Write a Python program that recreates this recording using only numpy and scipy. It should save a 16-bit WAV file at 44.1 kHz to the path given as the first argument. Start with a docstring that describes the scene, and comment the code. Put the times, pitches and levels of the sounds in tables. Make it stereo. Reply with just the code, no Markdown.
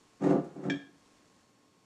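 """In a small tiled kitchen, a glass bottle is dragged twice over the worktop. Its base sticks and
slips, so it judders, crunches over grit and makes the worktop drone. It shudders as it tips and
knocks a tumbler as it lifts off: the glass rings briefly and the worktop thumps. A sleeve rustles
faintly as the arm rises, over quiet room noise and a thin steady whine."""
import sys
import numpy as np
from scipy import signal
from scipy.fft import rfft, irfft
from scipy.io import wavfile
from scipy.ndimage import uniform_filter1d

SR = 44100
rng = np.random.default_rng(int(sys.argv[2]) if len(sys.argv) > 2 else 0)


def waveform_to_disk(signal):
    """Save audio, clipped to [-1, 1], as 16-bit WAV at the path in sys.argv[1]."""
    frames = np.transpose(np.atleast_2d(signal))
    scaled = np.clip(frames, -1, 1) * 32767
    samples = np.round(scaled).astype(np.int16)
    wavfile.write(sys.argv[1], SR, samples)


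N = 81585

# Stereo width of room noise and sleeve. Each row: frequency in Hz, left-right likeness.
AIR_LIKENESS = [(40, -0.73), (150, -0.52), (300, -0.32), (700, -0.55), (1500, -0.35), (4000, 0.47),
                (7000, 0.44), (13000, -0.044)]
# The two drags, a list each. Each row: time in seconds, slip force in dB, grit level in dB.
DRAGS = [
    [(.197, -61.5, -79), (.217, -34.5, -62), (.244, -26.5, -53.5), (.268, -23, -55.5), (.284, -26.5, -57.5),
     (.308, -23, -51.5), (.332, -25, -76), (.385, -27.5, -86), (.404, -34, -90), (.44, -44.5, -74),
     (.475, -52, -75.5), (.545, -65, -76.5)],
    [(.553, -51, -81.5), (.566, -44.5, -67), (.59, -40.5, -80), (.622, -46, -69.5), (.646, -36.5, -61.5),
     (.665, -34.5, -62.5), (.694, -34, -73.5), (.715, -46.5, -83), (.76, -45, -102)],
]
# Modes of the worktop under the bottle. Each row: frequency in Hz, relative level in dB when
# rubbed, the same when knocked, seconds to fade by 60 dB.
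WORKTOP_MODES = [(138.6, -33, -17, 0.27), (147.7, -5.5, -18, 0.29), (186.3, 0.5, -12.5, 0.15),
                 (212, -16, -16.5, 0.047), (282, -0.5, -2.5, 0.31), (330.6, -14, -20.5, 0.43),
                 (380.1, -2, -12.5, 0.25), (424, -12.5, -19.5, 0.18), (509.3, -6.5, -27, 0.33),
                 (572.5, -13, -26, 0.16), (666, -20.5, -21, 0.13), (695.7, -12.5, -27.5, 0.3),
                 (776, -16.5, -31, 0.083), (1185.5, -19, -53, 0.28)]
# The dull, unpitched part of a slip. Each row: frequency in Hz, relative level in dB.
THUD_TONE = [(30, -57.5), (60, -10.5), (100, -18.5), (140, -2), (300, 9.5), (520, -4), (780, -4),
             (1050, -14.5), (1750, -29.5), (2300, -39.5), (4000, -45), (9000, -70)]
# The base catches. Each row: start in seconds, scratch level in dB, bump level in dB.
CATCHES = [(0.246, -59, -33.5), (0.307, -54, -22.5), (0.561, -78, -46), (0.639, -62, -42)]
# Bottle hits tumbler. 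Each row: start in seconds, clink level in dB, thump level in dB.
KNOCKS = [(0.6982, -30.5, -23)]


def amp(db):
    """Decibels to gain."""
    return 10 ** (np.asarray(db) / 20)


def unit(x):
    """Scales to rms 1."""
    return x / np.sqrt(np.mean(x ** 2) + 1e-20)


def read(points, hz):
    """Reads a table on a log-frequency axis."""
    f, value = np.transpose(points)
    return np.interp(np.log(hz + 1), np.log(f), value)


def envelope(rows, column=1):
    """Gain over time from one dB column; silent outside the rows."""
    rows = np.array(rows)
    return amp(np.interp(np.arange(N) / SR, rows[:, 0], rows[:, column], left=-150, right=-150))


def since(start):
    """Seconds elapsed since the start, zero before."""
    return np.maximum(np.arange(N) / SR - start, 0)


def convolve(x, response):
    """Convolution, cut to the length of the scene."""
    return signal.fftconvolve(x, response)[:N]


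def colour(x, tone, size=4096):
    """Minimum-phase EQ with the given curve and unit energy."""
    log_gain = np.log(amp(read(tone, abs(np.fft.fftfreq(size, 1 / SR)))))
    taps = np.fft.ifft(np.exp(np.conj(signal.hilbert(log_gain)))).real[:size // 2]
    return convolve(x, taps / np.linalg.norm(taps))


def low_cut(x, hz):
    """Rolls off the bass."""
    return signal.sosfilt(signal.butter(4, hz, "high", fs=SR, output="sos"), x)


def stereo(x, likeness):
    """Blends two unrelated signals into left and right with a given likeness, held within -1 to 1."""
    a, b = rfft(x)
    alike = np.clip(read(likeness, np.fft.rfftfreq(N, 1 / SR)), -1, 1)
    mid, side = a * np.sqrt((1 + alike) / 2), b * np.sqrt((1 - alike) / 2)
    return irfft(np.array([mid + side, mid - side]), N)


def pan(x, balance):
    """Leans each band to the left or right."""
    db = read(balance, np.fft.rfftfreq(N, 1 / SR))
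    return irfft(rfft(x) * amp([db / 2, -db / 2]), N)


def ring(modes, t):
    """Dying sines of alternating polarity."""
    return sum(amp(db) * np.exp(-np.log(1000) * t / t60) * np.sin(2 * np.pi * hz * t) * (-1) ** k
               for k, (hz, db, t60) in enumerate(modes))


def grains(per_s, spread_db):
    """Random tiny clicks of uneven size."""
    clicks = (rng.random(N) < per_s / SR) * rng.standard_normal(N)
    return unit(clicks * amp(spread_db * np.minimum(rng.exponential(1, N), 3)))


def burst(start, decay_s):
    """Noise that starts at once and dies away."""
    return rng.standard_normal(N) * (since(start) > 0) * np.exp(-since(start) / decay_s)


def steadied(x, size=1100):
    """Holds the short-term power at 1, so that the hand's force alone sets the level."""
    power = uniform_filter1d(uniform_filter1d(x ** 2, size), size // 2)
    return x / np.sqrt(abs(power) + 1e-9)


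def room_noise():
    """A quiet, wide bed of dark noise."""
    tone = [(25, -34.5), (60, -15.5), (100, -0.5), (150, -2.5), (200, 1), (290, -1), (420, -5.5),
            (600, -7.5), (1000, -9.5), (1500, -15), (3000, -20.5), (4500, -23), (7500, -22.5), (10000, -32),
            (13000, -35.5), (14600, -56)]  # Each row: frequency in Hz, relative level in dB.
    noise = stereo(rng.standard_normal((2, N)), AIR_LIKENESS)
    return amp(-62.5) * np.array([unit(colour(x, tone)) for x in noise])


def sleeve():
    """Cloth fibres rub in a soft rustle that swells as the arm rises."""
    movement = [(0, -64), (.18, -64), (.6, -67.5), (.92, -69), (1.05, -63), (1.25, -65.5), (1.41, -65),
                (1.52, -74.5), (1.85, -81)]  # Each row: time in seconds, level in dB.
    cloth_tone = [(50, 5.5), (150, 5), (500, 7), (1500, 0), (3500, -8.5), (7000, -7.5), (10000, -15.5),
                  (14000, -40)]  # Each row: frequency in Hz, relative level in dB.
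    fibres = np.array([grains(per_s=6000, spread_db=0.83) for _ in range(2)])
    return np.array([colour(x, cloth_tone) for x in stereo(fibres, AIR_LIKENESS)]) * envelope(movement)


def whine():
    """Thin, steady tones that waver very slightly in pitch together."""
    tones = [(296, -76), (441, -82.5), (1081, -78), (4409, -85.5), (5486, -88.5)]  # Each row: frequency in Hz, level in dB.
    waver = 1 + .0004 * unit(uniform_filter1d(rng.standard_normal(N), size=2000))
    return sum(amp(db) * unit(np.sin(2 * np.pi * hz * np.cumsum(waver) / SR)) for hz, db in tones)


def slipping(per_s=260, jitter=.6, spread_db=1, count=700):
    """One edge of the base sticks and slips unevenly: a train of dull thuds."""
    gap, strength = rng.standard_normal((count, 2)).T
    onsets = (np.cumsum(np.exp(jitter * gap)) / per_s * SR).astype(int)
    slips = np.bincount(onsets, amp(spread_db * strength), N)[:N]
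    return colour(slips - slips.mean(), THUD_TONE)


def judder():
    """Slips set the worktop droning and also thud directly, following the force of the drag."""
    slips, drone = slipping(), np.zeros(N)
    for k, (hz, db, _, t60) in enumerate(WORKTOP_MODES):
        mode = convolve(slips, ring([(hz, 0, t60)], since(0)))
        drone += (-1) ** k * amp(db) * steadied(mode, size=2600)
    thuds = steadied(slipping())
    force = sum(envelope(drag) for drag in DRAGS)
    return steadied(amp(-2.5) * unit(drone) + amp(-6.5) * thuds) * force


def grit():
    """Fine grains crunch under the moving base, with a scratch wherever it catches."""
    tone = [(300, -9), (1300, 18.5), (2800, 3.5), (4200, -5), (6500, -1.5), (8200, -6.5), (10500, -22.5),
            (12000, -26), (14000, -40)]  # Each row: frequency in Hz, relative level in dB.
    catch_s = 0.0026
    pressure = sum(envelope(drag, column=2) for drag in DRAGS) * amp(5.5)
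    scratches = sum(amp(db) * since(start) / catch_s * np.exp(-since(start) / catch_s)
                    for start, db, _ in CATCHES)
    return colour(grains(per_s=3100, spread_db=-3) * (pressure + scratches), tone)


def bumps():
    """Each catch of the base also bumps the worktop."""
    return colour(sum(amp(db) * burst(start, decay_s=0.0039) for start, _, db in CATCHES), THUD_TONE)


def crunch():
    """A single hard grain cracks brightly under the base."""
    cracks = [(0.445, -66.5)]  # Each row: start in seconds, level in dB.
    tone = [(500, -17), (3000, -4), (7000, 9), (10000, 1), (14000, -11)]  # Each row: frequency in Hz, relative level in dB.
    return colour(sum(amp(db) * burst(start, decay_s=.007) for start, db in cracks), tone)


def shudder():
    """As the bottle tips onto its edge, slower and heavier slips shake the worktop's bass."""
    force = [(.645, -58), (.66, -34.5), (.705, -36.5), (.73, -46), (.785, -58), (.82, -78)]  # Each row: time in seconds, level in dB.
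    tone = [(60, -11), (110, 0.5), (145, -3), (200, -2), (260, -20), (600, -27), (2000, -58)]  # Each row: frequency in Hz, relative level in dB.
    return steadied(colour(slipping(per_s=180, jitter=0.29), tone)) * envelope(force)


def clink():
    """Glass meets glass: a short crack, the main rings of both vessels and a blur of many weak ones."""
    # Bottle and tumbler. Each row: frequency in Hz, relative level in dB, seconds to fade by 60 dB.
    glass_modes = [(1540, -22, 0.056), (1648, 0.5, 0.1), (1750, -14.5, 0.11), (1751.4, 5, 0.069),
                   (2070, -24.5, .1), (2346, 4, 0.047), (2360, -30, 0.052), (3195, -22, 0.14),
                   (3184, -13.5, 0.12), (3233, -9.5, 0.18), (3250, -25, 0.036), (3350, -7.5, 0.074),
                   (3615, -15.5, 0.086), (3715, -16.5, 0.049), (4430, -23, 0.11), (5410, -10.5, 0.05),
                   (5800, -31, .04), (6130, -16, 0.052), (6600, -15, 0.046), (7150, -21, 0.065),
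                   (7660, -22, 0.078), (11740, -41, .04)]
    # The contact, and the bottle's crowded weak modes. Each row: frequency in Hz, relative level in dB.
    crack_tone = [(60, -41), (200, -15), (500, 10), (1300, 3.5), (1800, -4.5), (3500, 4), (4500, -10.5),
                  (6000, -6), (7700, -18.5), (9000, -36), (14000, -49)]
    blur_tone = [(100, -46), (1000, -11), (1450, -11), (1680, 9), (2000, -5), (2400, 2.5), (2850, -15.5),
                 (3300, -0.5), (3900, -14.5), (6500, -21.5), (9000, -39.5)]
    contact_s = 0.002
    out = np.zeros(N)
    for start, db, _ in KNOCKS:
        t = since(start)
        crack = amp(-1) * colour(burst(start, decay_s=0.0051), crack_tone)
        blur = amp(-12.5) * colour(burst(start, decay_s=0.019), blur_tone)
        attack = 1 - np.exp(-t / contact_s)
        out += amp(db) * attack * (ring(glass_modes, t) + crack + blur)
    return out


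def thump():
    """The knock also passes down through the tumbler and swells softly in the worktop's modes."""
    modes = [(hz, db, t60) for hz, _, db, t60 in WORKTOP_MODES]
    rise_s = 0.0026
    swell = sum(amp(db) * (1 - np.exp(-(since(start) / rise_s) ** 2)) * ring(modes, since(start))
                for start, _, db in KNOCKS)
    return low_cut(swell, hz=110)


def handling():
    """A faint, diffuse handling tick on the camera."""
    ticks = [(1.41, -61)]  # Each row: start in seconds, level in dB.
    tone = [(200, -20), (700, -5), (1000, -19), (1600, 5), (2200, -20), (6000, -12), (12000, -33)]  # Each row: frequency in Hz, relative level in dB.
    sides = sum(amp(db) * np.array([burst(start, decay_s=0.0057) for _ in range(2)])
                for start, db in ticks)
    return np.array([colour(x, tone) for x in sides])


def kitchen(x, wet_db):
    """Direct sound plus the diffuse tail of a small hard room."""
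    decay = [(150, 0.48), (280, 0.4), (600, 0.46), (1600, 0.43), (2400, 0.37), (3400, 0.46), (8000, 0.28)]  # Each row: frequency in Hz, seconds to fade by 60 dB.
    likeness = [(100, 0.9), (500, 0.56), (2000, 0.8), (4000, .7), (8000, 1.5)]  # Each row: frequency in Hz, left-right likeness (capped at 1 in use).
    build_s = 0.0025
    hz, t, bands = signal.stft(stereo(rng.standard_normal((2, N)), likeness), SR, nperseg=256)
    bands = bands * np.exp(-np.log(1000) * t / read(decay, hz)[:, None]) * np.minimum(t / build_s, 1)
    tails = signal.istft(bands, SR)[1][:, :N]
    return np.array([x + amp(wet_db) * convolve(x, tail / np.linalg.norm(tail)) for tail in tails])


def echoes(x):
    """First reflections from worktop and tiles."""
    surfaces = [(.0031, 0.083, 0.045), (.0088, 0.06, 0.067), (0.0201, .2, .2)]  # Each row: delay in seconds, left gain, right gain.
    t = np.arange(N) / SR
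    return sum(np.outer([left, right], np.interp(t - delay, t, x, left=0))
               for delay, left, right in surfaces)


def scene():
    """Bottle, worktop and tumbler in the kitchen, over room noise, sleeve and whine."""
    # Panning of the action and of the bed. Each row: frequency in Hz, left minus right in dB.
    action_balance = [(60, 1), (140, 2), (200, 2), (290, 3), (520, 2.5), (1000, 2), (2000, 0), (4000, -0.2),
                      (8000, -3.5), (12000, 1)]
    bed_balance = [(40, -3), (150, 1.5), (300, 1), (1000, 1.5), (4000, 0), (10000, -1.5)]
    left_lag_s = .000013
    glass = clink()
    worktop = low_cut(judder() + shudder() + bumps() + thump(), hz=55)
    action = kitchen(worktop, wet_db=-10) + kitchen(grit() + crunch(), wet_db=0.5)
    action += kitchen(glass, wet_db=-6) + echoes(glass)
    lag = np.exp(-2j * np.pi * np.outer([left_lag_s, 0], np.fft.rfftfreq(N, 1 / SR)))
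    action = irfft(rfft(action) * lag, N)
    bed = room_noise() + sleeve() + whine()
    return pan(action, action_balance) + pan(bed, bed_balance) + handling()


def record(dry):
    """A steep high cut takes off the very top of the treble."""
    edge_hz = 14600
    taps = signal.firwin(255, edge_hz, window=("kaiser", 8), fs=SR)
    return signal.oaconvolve(dry, taps[None], "same", axes=1)


dry = scene()
out = record(dry)
waveform_to_disk(out)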